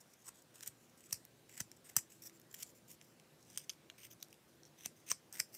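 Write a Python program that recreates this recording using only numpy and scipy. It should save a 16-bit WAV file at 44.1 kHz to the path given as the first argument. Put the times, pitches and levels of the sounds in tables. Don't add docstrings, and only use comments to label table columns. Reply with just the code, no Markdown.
import sys
import numpy as np
from scipy import signal
from scipy.fft import rfft, irfft
from scipy.io import wavfile
from scipy.ndimage import uniform_filter1d

SR = 44100
rng = np.random.default_rng(int(sys.argv[2]) if len(sys.argv) > 2 else 0)


def dump(signal):
    limited = np.clip(np.atleast_2d(signal).T, -1, 1)
    pcm = np.round(limited * 32767).astype(np.int16)
    wavfile.write(sys.argv[1], SR, pcm)


def level_to_linear(level):
    exponent = np.asarray(level, float) / 20
    return 10 ** exponent


N = 245637


def evened(x):
    return x / np.sqrt(np.mean(x ** 2) + 1e-20)


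def read(points, hz):
    f, value = np.transpose(points)
    return np.interp(np.log(hz + 1), np.log(f + 1), value)


def held(table, s):
    times, *columns = np.transpose(table)
    return [np.interp(s, times, column) for column in columns]


def add(mix, s, sound):
    part = mix[..., round(s * SR):][..., :sound.shape[-1]]
    part += sound[..., :part.shape[-1]]


def blend(a, b, b_db):
    return (a + level_to_linear(b_db) * b) / np.sqrt(1 + level_to_linear(2 * b_db))


def resonate(x, hz, width):
    pole = np.exp((2j * np.pi * hz - np.pi * width) / SR)
    return 2 * signal.lfilter([(1 - abs(pole)) ** 2], [1, -2 * pole, pole ** 2], x).real


def body(x, modes):
    click = signal.unit_impulse(600)
    ring = np.zeros(600)
    for k, (hz, width, db) in enumerate(modes):
        ring = ring + (-1) ** k * level_to_linear(db) * resonate(click, hz, width)
    return signal.oaconvolve(x, ring / np.linalg.norm(ring))[:len(x)]


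def grains(chance, spread_db):
    return evened(chance[0] * level_to_linear(spread_db * np.clip(chance[1], -2.5, 2.5)))


# centre_hz, width_hz, level_db
BLOCK = [(1000, 280, -3), (1900, 1120, 3.5), (2630, 1550, 2), (4100, 850, -2)]
# centre_hz, width_hz, level_db
BLADE = [(5085, 180, -4.5), (5590, 2760, 1.5), (7260, 650, 6.5), (7800, 270, 7), (8900, 2880, 3)]
# centre_hz, width_hz, level_db
BLADE_TURNED = [(4910, 800, -1.5), (5960, 2040, 0.5), (7300, 390, 3), (8600, 3400, -3.5)]
# centre_hz, width_hz, level_db
FIZZ = [(10700, 1300, -5), (12200, 1500, 0), (13800, 1500, -2), (15400, 1800, -4.5)]
# centre_hz, width_hz, level_db
CRUNCH = [(4550, 1540, 0)]
# time_s, blade_ring_hz, blade_ring_share (0-1), free_block_ring_hz,
# free_block_ring_db, cut_block_knock_db
GRIP = [(.1, 5570, 0.47, 1000, -7, -15), (.27, 8140, 0.57, 1000, 2.5, -7), (.63, 7300, 0, 1900, 2.5, 0.5),
        (1.127, 8500, .5, 3020, -16, -8), (1.6, 7740, 0.65, 1940, 4, -0.5),
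        (1.968, 8000, 0.53, 1900, 4.5, -4.5), (2.25, 7720, 0.7, 4100, -2.5, -11.5),
        (2.544, 7300, 0.4, 3130, 0, -5), (2.9, 7660, 0, 2910, -4, -6.5),
        (3.576, 6100, 0.65, 3200, 2.5, -7.5), (3.696, 6100, 0.98, 3280, 13.5, -6),
        (3.9, 6050, 0.8, 2780, 4, -6), (3.97, 6000, 0.77, 2600, -7, 3),
        (4.228, 6200, 0.96, 4030, 22.5, -15), (4.33, 6040, 0.1, 2820, 6, -19),
        (4.64, 5500, 0.95, 4250, 8.5, -3.5), (4.86, 6100, 0.87, 2850, -2.5, -2),
        (5.1, 6230, 0.8, 2760, -2, -2.5), (5.116, 6200, 0.96, 900, -3.5, -3),
        (5.35, 8300, 0.71, 1900, 4.5, 0.5), (5.45, 6700, 0.15, 2300, 9.5, -10)]
# time_s, second_blade_ring_hz, second_blade_ring_db, splinter_ring_hz,
# cut_splinters_db
SHAVING = [(.27, 5740, -23, 13400, -10), (.65, 8900, -1, 14000, -7), (1.127, 8200, -12, 13900, -7.5),
           (1.6, 8440, -21, 13100, -8.5), (1.968, 8030, -7.5, 13600, -7), (2.25, 7600, -14, 11680, -2),
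           (2.6, 5460, -16, 12900, -3), (2.9, 5800, -23, 12700, -1), (3.576, 8960, -10, 13000, -14.5),
           (3.696, 7440, -24, 11700, -7), (3.9, 6700, -5, 12300, -10), (4.04, 6100, -12, 14700, -3.5),
           (4.228, 8650, -29, 12500, -10), (4.85, 8760, -14, 11600, -8), (5.108, 8600, -7, 15000, -10),
           (5.1155, 8600, -17, 15200, 0), (5.36, 6060, -13, 14900, -2), (5.4, 8300, -9, 12500, -1),
           (5.55, 8350, -9, 12600, -1)]
# time_s, splinter_ring_prominence_db, crunch_db
SHAVING_BODY = [(.27, 0, -17), (.65, 7, -18), (1.127, -8, -10.5), (1.6, 3, -10.5), (1.968, 2, -13.5),
                (2.25, 10, -13), (2.6, -1, -9.5), (2.9, -1, -14), (3.576, -2, -16.5), (3.696, 15, -13),
                (3.9, 10, -6), (4.04, 2, -15), (4.228, 8, -16), (4.85, 2, -17.5), (5.11, 4, -17),
                (5.36, 1, -15), (5.4, 9, -7.5), (5.55, 0, -15)]
TURN_S = 3.0


def knife(contacts, splinter_db, blade_width=650, block_width=600, splinter_width=1300):
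    heard = np.zeros((2, N))
    near_far = np.array([[1], [.5]])
    for s, force, knock_db, fizz_db, hz in contacts:
        _, focus, free_hz, free_db, _ = held(GRIP, s)
        second_hz, second_db, splinter_hz, _ = held(SHAVING, s)
        prominence_db, crunch_db = held(SHAVING_BODY, s)
        turned = s >= TURN_S
        shade_db = 2.5 if turned else 0.4

        def driven(modes):
            return evened(body(force, modes)) * np.std(force)

        block = driven(BLOCK)
        blade = driven(BLADE_TURNED if turned else BLADE)
        free = driven([(free_hz, block_width, 0)])
        cut = driven([(hz, blade_width, 0), (second_hz, blade_width, second_db)])
        splinters = blend(driven(FIZZ), driven([(splinter_hz, splinter_width, 0)]),
                          splinter_db + prominence_db)
        rest = level_to_linear(knock_db - 6.0) * (block + level_to_linear(free_db) * free * near_far)
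        rest += level_to_linear(fizz_db + shade_db) * splinters
        rest += level_to_linear(crunch_db) * driven(CRUNCH)
        share = np.clip(focus * near_far, 0, 1)
        add(heard, s, rest + np.sqrt(1 - share) * blade + np.sqrt(share) * cut)
    return heard


# start_s, length_ms, start_pressure_db, end_pressure_db, blade_ring_hz
CUTS = [(.239, 44, -72.5, -58, 8140), (.541, 59, -66.5, -72, 8300), (.601, 87, -66, -61, 7650),
        (1.09, 43, -63, -72, 8100), (1.134, 53, -50, -80, 5000), (1.49, 67, -64.5, -63.5, 7800),
        (1.571, 23, -56, -64, 7900), (1.844, 35, -65.5, -68, 8600), (1.885, 73, -60, -81, 7860),
        (1.974, 21.4, -47, -55, 7140), (2.222, 57, -62.5, -56, 5700), (2.543, 44, -66, -67.5, 7240),
        (2.588, 46, -63, -54, 7800), (2.878, 43, -70, -60.5, 7600), (3.469, 180, -68.5, -65, 5870),
        (3.98, 47, -67.5, -71, 8600), (4.025, 30.4, -72, -57.5, 8600), (4.053, 30, -61, -78, 8600),
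        (4.774, 79, -71.5, -67, 6000), (4.845, 6.2, -70, -64, 6100), (5.059, 35, -75, -56, 6100),
        (5.104, 16, -46, -48.5, 6240), (5.33, 120, -60, -74, 8600), (5.395, 5.3, -57, -52, 5640)]
# start_s, length_ms, start_pressure_db, end_pressure_db
RUBS = [(0, 35, -59.5, -96), (.04, 102, -82, -70.5), (.18, 52, -75, -72), (.295, 23, -67, -95),
        (.341, 73, -67, -75), (.72, 138, -88, -75), (.88, 21, -91, -69), (.972, 27, -68, -77),
        (.995, 76, -82, -66), (1.19, 76, -73, -87), (1.36, 35, -96, -74), (1.558, 16, -70, -70),
        (2.098, 90, -68.5, -74.5), (2.19, 26, -81, -77), (2.283, 13, -74, -66), (2.33, 47, -77, -71),
        (2.5, 43, -72, -73), (2.661, 53, -70, -67.5), (2.75, 42, -71, -71.5), (2.915, 38, -65, -70.5),
        (3.02, 110, -75.5, -83), (3.38, 90, -78, -77), (4.104, 32, -67, -62.5), (4.19, 50, -73, -74),
        (4.302, 12, -72, -74), (4.48, 85, -74, -79), (4.655, 26, -74, -71), (4.96, 58, -78, -72),
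        (5.45, 100, -84, -79), (5.525, 24.6, -75, -54.5), (5.549, 28, -56.5, -67)]


def drags():
    for *stroke, ring_hz in CUTS:
        yield *stroke, held(GRIP, stroke[0])[4], ring_hz
    for rub in RUBS:
        ring_hz, _, _, _, knock_db = held(GRIP, rub[0])
        yield *rub, knock_db - 5.5, ring_hz


def strokes(chatter_db=6.0, chatter_ms=2.2, crackle_db=11, crackles_per_s=300, edge_ms=13):
    drift = uniform_filter1d(rng.standard_normal(N), size=40)
    flutter = evened(signal.lfilter([1], [1, -np.exp(-1000 / chatter_ms / SR)], drift))
    slips = level_to_linear(chatter_db * np.tanh(flutter)) * grains(rng.standard_normal((2, N)), spread_db=3.5)
    slips += level_to_linear(crackle_db) * rng.standard_normal(N) * (rng.random(N) < crackles_per_s / SR)
    for s, length_ms, start_db, end_db, knock_db, hz in drags():
        s = max(s - edge_ms / 2000, 0)
        total_ms = length_ms + edge_ms
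        part = slips[round(s * SR):][:round(total_ms / 1000 * SR) + 600]
        t_ms = np.arange(len(part)) / SR * 1000
        ends = np.clip(np.minimum(t_ms, total_ms - t_ms) / edge_ms, 0, 1)
        progress = np.clip((t_ms - edge_ms / 2) / length_ms, 0, 1)
        pressure_db = start_db + (end_db - start_db) * progress
        fizz_db = held(SHAVING, s)[3]
        yield s, part * level_to_linear(pressure_db) * np.sin(np.pi / 2 * ends) ** 2, knock_db, fizz_db, hz


# start_s, level_db, tearing_ms, block_knock_db, splinter_fizz_db
SNAPS = [(0.6289, -42, 0.49, -6, -16), (0.661, -45.5, 0.45, -6, -6), (0.6741, -39, 3.1, -26, -5),
         (1.125, -31.5, 5.66, -13, -10), (1.6021, -34, 3, -8, -12), (1.6128, -42, 1, -11, -15),
         (1.9645, -21, 2.5, -12.5, -9), (1.9693, -28, 1.5, -19, -10), (1.98, -47.5, 5.5, -17, -17),
         (2.541, -49, 3.5, -2, 1), (2.6297, -33, 0.82, -15.5, -11), (3.5747, -31, 0.56, -10, -14),
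         (3.5803, -41, 1, -11, -6), (3.6943, -32.5, 0.64, -13.5, -15), (4.2268, -41.5, 1.27, -19, -4),
         (4.852, -49.5, 9.6, -2, -11), (4.8588, -30.5, 0.77, -14, -11), (5.0979, -41.5, 12, -9, -14),
         (5.1152, -23.5, 1.26, -7.5, -20), (5.4005, -24.5, 1.05, -8.5, -16)]
# start_s, level_db, tearing_ms, block_knock_db
CRACKS = [(0.134, -65.5, 6.5, -9), (0.258, -57, 1.5, -25), (0.2875, -49.5, 3.8, -6.5),
          (.419, -65, 5.5, -24), (0.6077, -47.5, .3, 0.5), (.6333, -47.5, 0.44, 0), (1.005, -61, 2.4, -4),
          (1.038, -64, 2.6, -2), (1.1082, -55, 1.2, 5), (1.554, -61, 2.9, -4), (1.575, -51, 5.3, -2.5),
          (1.7639, -68, 10, -17), (1.895, -55, 5.3, 0), (1.9556, -61.5, 4.3, 2), (2.1184, -59, 6, -8),
          (2.511, -63, 4.3, -8), (2.558, -67, 1.8, -2), (2.564, -65, 2.8, -4), (2.6936, -62, 1.2, -7),
          (4.0305, -58.5, 4.1, 0.5), (5.0635, -61, 4.1, -9), (5.0782, -57, 2.1, -7),
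          (5.0875, -49, 2.6, -17), (5.3255, -46, 1.8, -14), (5.3355, -61, 2, -12), (5.343, -54, 1.5, -11),
          (5.3526, -53, 2.5, 3), (5.369, -58, 2.2, 3), (5.373, -57, 2.2, 0), (5.384, -52, 1.5, -8)]
# start_s, level_db, length_ms
JUDDERS = [(0.2476, -66, 1.5), (0.2648, -59, 6.3), (.277, -54, 3.3), (.281, -51.5, 3.6),
           (0.2858, -57, 0.78), (.5545, -61.5, 4.3), (0.6249, -56, 3.7), (0.67, -53, 3), (.6795, -62, 3.4),
           (1.121, -56, 3.3), (1.594, -60, 2.7), (1.597, -53, 6.3), (1.6055, -43.5, 2.8), (1.985, -45, 2.1),
           (2.2185, -55.5, 7.1), (2.234, -58, 5.4), (2.244, -60, 3), (2.249, -60, 6.6), (2.2588, -55, 3.2),
           (2.264, -54, 2), (2.269, -52, 3.4), (2.2765, -58, 2), (2.553, -65, 1), (2.606, -59, 6),
           (2.6125, -62, 4), (2.619, -60, 5.8), (2.624, -49, 4.5), (3.557, -68, .6), (3.6075, -68, 1),
           (3.981, -65.5, 3), (4.0125, -67, 8.9), (4.038, -66, 2), (4.043, -62, 1.6), (4.0464, -59, 4.6),
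           (4.8058, -60, 3), (4.814, -63, 1.7), (4.833, -61, 3.9), (4.85, -56, 3), (5.109, -45, 1.8),
           (5.1115, -48, 2.3), (5.1143, -37, 0.86), (5.1218, -49, 2.9), (5.358, -55, 3.1),
           (5.3907, -52, 4.3), (5.3967, -40, 3.9), (5.4066, -48, 2.1)]
# start_s, level_db, block_knock_db, splinter_fizz_db
TICKS = [(1.2507, -52, -5.5, 1), (1.7153, -44, -11.5, -16), (2.2961, -57, 2.5, -1), (2.398, -60, -1.5, 4),
         (2.415, -58, -22, -1), (2.528, -64, -6, 9), (2.5467, -44, -19, -6), (2.716, -67, -9, -7),
         (3.013, -53, 1, -18), (3.198, -57.5, -1, -13), (3.4272, -57, -21, -17), (3.501, -55.5, -18, -14),
         (3.5104, -58, -9, -10.5), (3.56, -66, 9, -11), (3.595, -50, -18, -6), (3.6026, -57, -1, -8),
         (3.6988, -36, -13.5, -18), (3.7019, -42, -15, -15), (3.734, -65, -5, 1), (3.8996, -53, 9, -8),
         (4.114, -59.5, -3, -4), (4.2117, -58, -27, -19), (4.284, -62, -22, -4), (4.3278, -55.5, -3, -4),
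         (4.6328, -53, -8.5, -27), (4.6522, -55, -19, -26), (4.845, -60, 8, -2), (3.7265, -62, -12, -3),
         (4.2015, -65, -19, -3), (4.2245, -59, -12, -6), (4.2458, -58, -28, -15), (4.342, -62, -6, -4)]


def breaks():
    for snap in SNAPS:
        yield *snap, 6100
    for crack in CRACKS:
        yield *crack, -8.5, held(GRIP, crack[0])[0]
    for s, db, ms in JUDDERS:
        cut_ring_hz = [cut[4] for cut in CUTS if cut[0] < s + .005][-1]
        yield s, db, ms, held(GRIP, s)[4], held(SHAVING, s)[3], cut_ring_hz
    for s, db, knock_db, fizz_db in TICKS:
        yield s, db, 0.6, knock_db, fizz_db, 5500


def snaps(rise_ms=0.41, fall_ms=0.77, crack_db=13, soft=0.097):
    t_ms = np.arange(900) / SR * 1000
    crack = level_to_linear(crack_db) * signal.unit_impulse(900, 16)
    for s, db, tear_ms, knock_db, fizz_db, hz in breaks():
        blur_ms = soft * max(tear_ms - 2, 0)
        rise = 1 - np.exp(-t_ms / (rise_ms + blur_ms))
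        fall = np.exp(-np.maximum(t_ms - tear_ms + blur_ms, 0) / (fall_ms + blur_ms))
        tearing = grains(rng.standard_normal((2, 900)), spread_db=1) * rise * fall
        sudden = crack / (1 + tear_ms ** 2)
        yield s, level_to_linear(db + 2) * (tearing + sudden), knock_db, fizz_db, hz


# start_s, peak_db, starting_pitch_hz, t60_s, palm_knock_db
JOLTS = [
    (0.685, -56, 147, 0.058, -66),
    (1.132, -48, 153, 0.063, -42),
    (1.611, -40, 173, 0.046, -48.5),
    (1.973, -38.5, 174, 0.047, -59),
    (4.864, -37, 154, 0.012, -44),
    (5.121, -45, 166, 0.025, -40),
    (5.407, -47.5, 158, 0.032, -45),
]
# centre_hz, width_hz, level_db
PALM = [(450, 360, 0), (800, 360, 0), (1150, 400, -1.7)]


def jolts(sag=0.33, sag_s=0.016, rise_s=0.0012, palm_lead_s=0.00603, palm_t60_s=0.013):
    out, t = np.zeros(N), np.arange(6000) / SR
    rise = 1 - np.exp(-t / rise_s)
    for s, db, hz, t60, palm_db in JOLTS:
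        turns = np.cumsum(hz * (sag + (1 - sag) * np.exp(-t / sag_s))) / SR
        add(out, s - .003, level_to_linear(db - 60 * t / t60) * rise * -np.cos(2 * np.pi * turns))
        knock = evened(body(rng.standard_normal(len(t)), PALM))
        add(out, s - palm_lead_s, level_to_linear(palm_db - 60 * t / palm_t60_s) * rise * knock)
    return out


# frequency_hz, t60_s
ROOM = [(300, 0.12), (1300, 0.12), (3500, 0.077), (6000, 0.19), (9000, 0.12), (14000, 0.15)]
# frequency_hz, level_db
ROOM_COLOUR = [(500, -3), (2000, 1), (4000, 1.5), (5500, -8), (9000, -1.5), (12000, -4.5), (16000, -16)]


def room(x, first_ms=2.2):
    taps = np.zeros(SR // 2)
    at = np.arange(0, SR // 2 - 20, 20)
    taps[at + rng.integers(0, 20, len(at))] = rng.choice([-1., 1.], len(at))
    hz, t, z = signal.stft(taps, SR, nperseg=128)
    decay = level_to_linear(-60 * t / read(ROOM, hz)[:, None])
    tail = signal.istft(z * decay, SR, nperseg=128)[1]
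    tail *= np.clip(np.arange(len(tail)) / SR * 1000 / first_ms - 1, 0, 1)
    colour = level_to_linear(read(ROOM_COLOUR, np.fft.rfftfreq(len(tail), 1 / SR)))
    echoes = irfft(rfft(tail / np.linalg.norm(tail)) * colour, len(tail))
    return signal.fftconvolve(x, echoes)[:N]


# frequency_hz, density_db
AIR = [(35, -41), (70, -12.5), (150, -2), (520, -8.5), (928, -16), (6050, -22.5), (15700, -28),
       (16150, -56)]
# centre_hz, width_hz, level_db, extra_start_db
HUM = [(119, 4, -81, -2), (152, 14, -81, -2), (240, 1, -85, 5), (332, 3, -80, -8), (350, 16, -83, -8),
       (395, 9, -86, -6), (527, 12, -85, -3), (1575, 25, -90, 0)]


def air(patchy_db=1.57, level_db=-68, settle_s=0.82, rumble_start_db=-4):
    frames, hz = N // 256 + 5, np.fft.rfftfreq(1024, 1 / SR)
    a, b, patches = rng.standard_normal((frames, 513, 3)).T
    patches = uniform_filter1d(patches, size=12, axis=0)
    patches = evened(uniform_filter1d(patches, size=14, axis=1))
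    low = 1 / (1 + (hz[:, None] / 600) ** 4)
    early = np.exp(-np.arange(frames) * 256 / SR / settle_s)
    db = read(AIR, hz)[:, None] + patchy_db * (1 - low / 2) * patches + rumble_start_db * low * early
    hiss = signal.istft((a + 1j * b) * level_to_linear(db), nperseg=1024, noverlap=768)[1][:N]
    out = level_to_linear(level_db) * evened(hiss)
    early = np.exp(-np.arange(N) / SR / settle_s)
    for hz, width, db, start_db in HUM:
        out += level_to_linear(db + start_db * early) * evened(resonate(rng.standard_normal(N), hz, width))
    return out


def scene():
    snapping = knife(snaps(), splinter_db=-3.0, blade_width=850, block_width=910)
    scraping = knife(strokes(), splinter_db=-14.0, blade_width=740, block_width=1100)
    near, far = snapping + scraping
    return (near + level_to_linear(-10.5) * room(far) + jolts() + air())[None]


def top_cut(x):
    return signal.sosfilt(signal.butter(12, 16860, fs=SR, output="sos"), x)


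def record(dry):
    bass = signal.butter(4, 58, "highpass", fs=SR, output="sos")
    top = signal.cheby2(10, 45, 16350, fs=SR, output="sos")
    return top_cut(signal.sosfilt(np.vstack([bass, top]), dry))


dry = scene()
out = record(dry)
dump(out)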